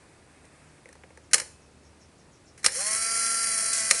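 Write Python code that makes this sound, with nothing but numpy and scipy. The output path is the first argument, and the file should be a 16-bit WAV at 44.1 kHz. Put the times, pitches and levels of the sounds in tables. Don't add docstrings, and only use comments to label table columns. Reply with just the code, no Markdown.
import sys
import numpy as np
from scipy import signal
from scipy.fft import rfft, irfft
from scipy.io import wavfile
from scipy.ndimage import uniform_filter1d, map_coordinates

SR = 44100
rng = np.random.default_rng(int(sys.argv[2]) if len(sys.argv) > 2 else 0)


def put_to_file(sound):
    columns = np.atleast_2d(sound).T
    safe = np.clip(columns, -1, 1)
    whole_steps = np.round(safe * 32767)
    wavfile.write(sys.argv[1], SR, whole_steps.astype(np.int16))


N = 176400

# freq_hz, gain_db
ROOM_EQ = [(15, -42), (28, -33), (42, -6), (55, -12.5), (78, -3), (112, -3.5), (145, -5.5), (212, -7),
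           (330, -6), (545, -11), (1100, -17), (2500, -21.5), (3100, -25.5), (4600, -24.5), (7000, -27),
           (8500, -25), (11000, -30.5)]
# start_s, level_db, length_s
BIRD_CHIRPS = [(.66, -64, .04), (1.218, -62, 0.036), (1.599, -60, 0.047), (1.821, -58.5, 0.051),
               (1.992, -55, 0.048), (2.174, -58, 0.038), (2.31, -57.5, 0.049), (2.447, -55, 0.052)]
# time_s, level_db
RUB_ENVELOPE = [(0, -58), (.25, -67.5), (.45, -60.5), (.9, -64), (1.1, -73), (1.6, -76), (2.5, -75)]
# freq_hz, gain_db
RUB_EQ = [(300, -2), (1000, -2), (1800, 1), (2550, -0.5), (2850, -13), (7000, -13.5), (8500, -4.5),
          (11000, -15.5)]
# start_s, thump_db, knock_db, tick_db
BUTTON_CREAKS = [(.224, -63, -54.5, -68), (.452, -61, -55, -54), (.856, -51.5, -44.5, -55),
                 (.888, -56.5, -47, -48.5), (.927, -62, -51, -46), (0.953, -50, -56.5, -56.5),
                 (1.0356, -46, -38.5, -63.5), (1.104, -50.5, -51.5, -65), (1.173, -48, -46, -48)]
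# freq_hz, gain_db
KNOCK_EQ = [(500, -24), (1300, -12.5), (1800, 7), (2300, -6), (3000, -18), (6000, -33.5)]
# freq_hz, gain_db
BOOM_EQ = [(60, -10), (150, -9), (300, -10.5), (420, -1.5), (520, 4), (650, -7.5), (900, -3.5),
           (1500, -23.5), (4000, -52.5)]
# pitch_hz, level_db, t60_s
COIL_MODES = [(2590, -65.5, 2.5), (5260, -50, .5)]
# time_s, level_db
SCRAPE_ENVELOPE = [(3.722, -70), (3.732, -23), (3.745, -31.5), (3.78, -30.5), (3.83, -35), (3.89, -54),
                   (3.905, -24), (3.92, -37), (3.99, -32)]
# freq_hz, gain_db
SCRAPE_EQ = [(500, -21), (1100, -28), (1700, -9), (2500, -6.5), (3600, -11.5), (4300, -4), (5600, 2.5),
             (7300, 4.5), (9000, 4), (11000, -15)]
# time_s, speed_hz
SHAFT_SPEED = [(2.67, 40), (2.72, 115), (2.76, 160), (2.79, 182), (2.82, 199), (2.852, 209.5), (2.9, 217),
               (2.992, 223.6), (3.078, 226.3), (3.25, 227.6), (3.4, 227.3), (3.608, 223.2), (3.72, 225.7),
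               (3.818, 220.5), (3.896, 222.7), (3.99, 225.2)]
# time_s, level_db
DRIVE_ENVELOPE = [(2.67, -45), (2.705, -46), (2.722, -33.5), (2.76, -30), (2.79, -29), (2.85, -30),
                  (2.9, -27.5), (3.08, -27.5), (3.3, -26.5), (3.5, -27.5), (3.61, -27.5), (3.712, -27.5),
                  (3.8, -27), (3.896, -29), (3.99, -30)]
# shaft_multiple (played at the nearest whole one), free_db, pushing_cam_db
MOTOR_TONES = [(1, -16, -15.5), (1.907, -17.5, -25), (2.97, -9, -7), (3.98, -9, -12), (5.22, -9.5, -10.5),
               (6.09, -3.5, -9), (7.25, -13, -9), (8, -12, -16), (9.1, -7, -6.5), (10, -11.5, -15),
               (11.2, -14.5, -9.5), (12, -19, -22), (12.8, -13.5, -13), (17.526, -3.5, -4.5),
               (20.597, 1, 1), (24, -7, -10), (25.4, -4.5, -8), (36.4, -2, -12), (38.06, -5, -14),
               (40, -8, -14), (40.5, -2, -10), (42.23, -0.5, -20), (43, -2, -12)]
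# freq_hz, gain_db
HOUSING_EQ = [(230, -4.5), (380, -14), (500, 13.5), (600, 1), (680, -2), (780, 5), (930, -24), (1120, 4),
              (1250, -20), (1350, 2), (2300, 1), (3700, -19), (3950, -5), (4080, -3), (4250, -1.5),
              (4550, -7.5), (4770, 2.5), (5000, -2), (5400, -0.5), (7900, -11), (8400, -0.5)]
# freq_hz, gain_db
GEAR_EQ = [(80, -29), (250, -26.5), (380, -24), (520, -16), (760, -15.5), (980, -22.5), (1300, -13),
           (1850, -5), (2300, -10.5), (2750, -16), (3150, -13), (3430, -16), (3560, -33), (3760, -28),
           (3900, -17.5), (4200, -7), (5000, -10.5), (5500, -0.5), (6700, -5), (7250, -1), (7950, -10),
           (8700, 2), (9600, 1.5), (10400, 0.5), (11200, -9.5)]
# start_s, level_db, body_send_db, spring_send_db, t60_s
LEVER_SNAPS = [(1.311, -45.5, 9.5, -20, 0.098), (1.3324, -8, -4.5, -30, 0.04),
               (1.3421, -6, 0.5, -29, 0.019), (1.355, -33.5, 2, -22, .16), (1.38, -23.5, 2, -15, 0.033),
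               (1.3986, -22.5, 0, -26, 0.024), (1.416, -38, 8, -20, 0.023), (2.576, -49.5, 4.5, -24, 0.24),
               (2.6298, -44, 9, -20, 0.09), (2.6428, -18, 5, -25, 0.069), (2.651, -26, -18, -8, 0.038),
               (2.6614, -7.5, -7.5, -0.5, 0.019), (2.681, -30, 14, -23.5, 0.032),
               (3.9095, -5, 2, -30, 0.021), (3.947, -30, -2, -27, 0.032)]
# freq_hz, gain_db
CRACK_EQ = [(600, -30.5), (1300, -0.5), (2200, 1.5), (3000, 0.5), (3650, -9.5), (4150, 5.5), (4700, -0.5),
            (5400, 6.5), (6400, 4.5), (7000, 3.5), (8200, 2.5), (8800, 7.5), (10000, 4.5), (11200, 1)]
# freq_hz, gain_db
BODY_EQ = [(60, -25.5), (160, -23.5), (300, -14.5), (530, -4.5), (950, -4.5), (1300, -2.5), (1850, 11.5),
           (2300, 3), (2800, -21.5), (5000, -39.5)]
# pitch_hz, relative_db, t60_s
LATCH_MODES = [(5100, -4, .012), (5270, 0, .012), (8700, 0, .012), (8850, -4, .015)]


def undb(db):
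    return 10 ** (np.asarray(db) / 20)


def unit(x):
    return x / np.sqrt(np.mean(x ** 2) + 1e-20)


def noise():
    return rng.standard_normal(N)


def curve(x, points):
    return np.interp(x, *np.array(points).T)


def decay(age, t60_s):
    return np.exp(-np.log(1000) * age / t60_s)


def drift(rate_hz):
    step = max(int(SR / rate_hz), 1)
    stairs = np.repeat(noise()[:N // step + 1], step)
    return unit(uniform_filter1d(stairs, step)[:N])


def eq(x, points, size=4096):
    hz, db = np.array(points, float).T
    bins_hz = np.arange(size // 2 + 1) * SR / size
    gain = undb(np.interp(np.log(bins_hz + 1), np.log(hz), db))
    cepstrum = irfft(np.log(unit(gain)))
    cepstrum[1:size // 2] *= 2
    cepstrum[size // 2 + 1:] = 0
    return signal.fftconvolve(x, irfft(np.exp(rfft(cepstrum))))[:N]


def burst(t, start_s, t60_s, attack_s=0.0011, contact_s=0.0017):
    age = t - start_s
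    return np.clip(age / attack_s, 0, 1) * decay(np.clip(age - contact_s, 0, 10 * t60_s), t60_s)


def reverb(x, t, t60_s, build_s=0.002):
    tail = (noise() * decay(t, t60_s) * np.clip(t / build_s, 0, 1))[:SR]
    return signal.fftconvolve(x, tail / np.linalg.norm(tail))[:N]


def room_tone(t, hum_hz=74.5):
    phase = 2 * np.pi * np.cumsum(hum_hz + 1.5 * drift(9.3)) / SR
    hum = undb(-63.5 + 3.1 * drift(3)) * np.sin(phase)
    octave = undb(-67.5 + 2.4 * drift(3.98)) * np.sin(2 * phase)
    return undb(-56.5) * eq(noise(), ROOM_EQ) + hum + octave


def bird(t, from_hz=6600, to_hz=5130):
    rasp = 1 + 0.084 * drift(700)
    chirps = 0
    for start, db, length in BIRD_CHIRPS:
        progress = np.clip((t - start) / length, 0, 1)
        hz = (from_hz + (to_hz - from_hz) * progress) * rasp
        chirps += undb(db) * np.sin(np.pi * progress) * np.sin(2 * np.pi * np.cumsum(hz) / SR)
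    return reverb(chirps, t, t60_s=0.19)


def hand_rub(t):
    return undb(curve(t, RUB_ENVELOPE) + 1.4 * drift(25)) * eq(noise(), RUB_EQ)


def button_creak(t, thump_t60_s=0.05, click_t60_s=0.018):
    thump = sum(undb(db) * burst(t, start, thump_t60_s) for start, db, _, _ in BUTTON_CREAKS)
    knock = sum(undb(db) * burst(t, start, click_t60_s) for start, _, db, _ in BUTTON_CREAKS)
    tick = sum(undb(db) * burst(t, start, click_t60_s) for start, _, _, db in BUTTON_CREAKS)
    return eq(thump * noise(), BOOM_EQ) + eq(knock * noise(), KNOCK_EQ) + eq(tick * noise(), CRACK_EQ)


def coil_spring(t, shutter_s=1.344):
    age = np.maximum(t - shutter_s, 0)
    return sum(undb(db) * np.sin(2 * np.pi * hz * age) * decay(age, t60) for hz, db, t60 in COIL_MODES)


def case_boom(t, t60_s=0.26):
    envelope = sum(undb(db) * burst(t, start, t60_s) for start, db, *_ in LEVER_SNAPS)
    return undb(-36) * eq(envelope * noise(), BOOM_EQ)


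def cam_scrape(t):
    envelope = undb(curve(t, SCRAPE_ENVELOPE)) * (t > SCRAPE_ENVELOPE[0][0])
    grit = unit(undb(1.8 * drift(900)) * noise())
    return eq(envelope * grit, SCRAPE_EQ)


def gear_rattle(turns, size=192):
    repeating = map_coordinates(rng.standard_normal(size), [turns % 1 * size], mode="grid-wrap")
    pulse = 1 + 0.12 * np.cos(2 * np.pi * turns)
    scatter_db = 1.6 * drift(210) + 1.5 * drift(1800)
    return unit(pulse * undb(scatter_db)) * (noise() + undb(-11) * repeating)


def motor_whine(t, shaft_hz, turns, cam_s=3.728, cam_rise_s=0.018, bright_from_hz=193.5):
    cam = np.clip((t - cam_s) / cam_rise_s, 0, 1)
    dull_db = 0.9 * np.minimum(shaft_hz - bright_from_hz, 0)
    whine = 0
    for multiple, free_db, pushing_db in MOTOR_TONES:
        db = free_db + (pushing_db - free_db) * cam
        db += curve(multiple * shaft_hz, HOUSING_EQ) + dull_db * min(multiple / 10, 2)
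        db += 1.5 * drift(14) + 0.85 * drift(130)
        whine += undb(db) * np.sin(2 * np.pi * (round(multiple) * turns + rng.random()))
    return whine


def motor(t, flutter=0.00126, whine_db=-8.5):
    shaft_hz = curve(t, SHAFT_SPEED) * (1 + flutter * drift(45))
    turns = np.cumsum(shaft_hz) / SR
    drive = undb(curve(t, DRIVE_ENVELOPE)) * (t > DRIVE_ENVELOPE[0][0])
    whine = undb(whine_db) * motor_whine(t, shaft_hz, turns)
    return drive * whine + eq(drive * gear_rattle(turns), GEAR_EQ)


def lever_clacks(t, body_return_db=-12):
    crack = body = spring = 0
    for start, db, body_send_db, spring_send_db, t60 in LEVER_SNAPS:
        hit = undb(db) * burst(t, start, t60)
        crack += hit
        body += undb(body_send_db) * hit
        spring += undb(spring_send_db) * hit
    age = t[:SR // 4]
    ring = sum(undb(db) * np.sin(2 * np.pi * hz * age) * decay(age, t60) for hz, db, t60 in LATCH_MODES)
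    plastic = eq(crack * noise(), CRACK_EQ) + undb(body_return_db) * eq(body * noise(), BODY_EQ)
    metal = signal.fftconvolve(spring * noise(), ring / np.linalg.norm(ring))[:N]
    return plastic + metal


def scene():
    t = np.arange(N) / SR
    camera = lever_clacks(t) + coil_spring(t) + case_boom(t)
    camera += hand_rub(t) + button_creak(t) + motor(t) + cam_scrape(t)
    early = undb(-13.5) * reverb(camera, t, t60_s=0.08)
    room_tail = undb(-16.5) * reverb(camera, t, t60_s=0.39)
    mono = camera + early + room_tail + bird(t) + room_tone(t)
    return np.array([mono, mono])


def record(dry, top_hz=11150):
    lowpass = signal.ellip(12, 0.2, 80, top_hz, fs=SR, output="sos")
    return signal.sosfilt(lowpass, np.tanh(dry))


dry = scene()
out = record(dry)
put_to_file(out)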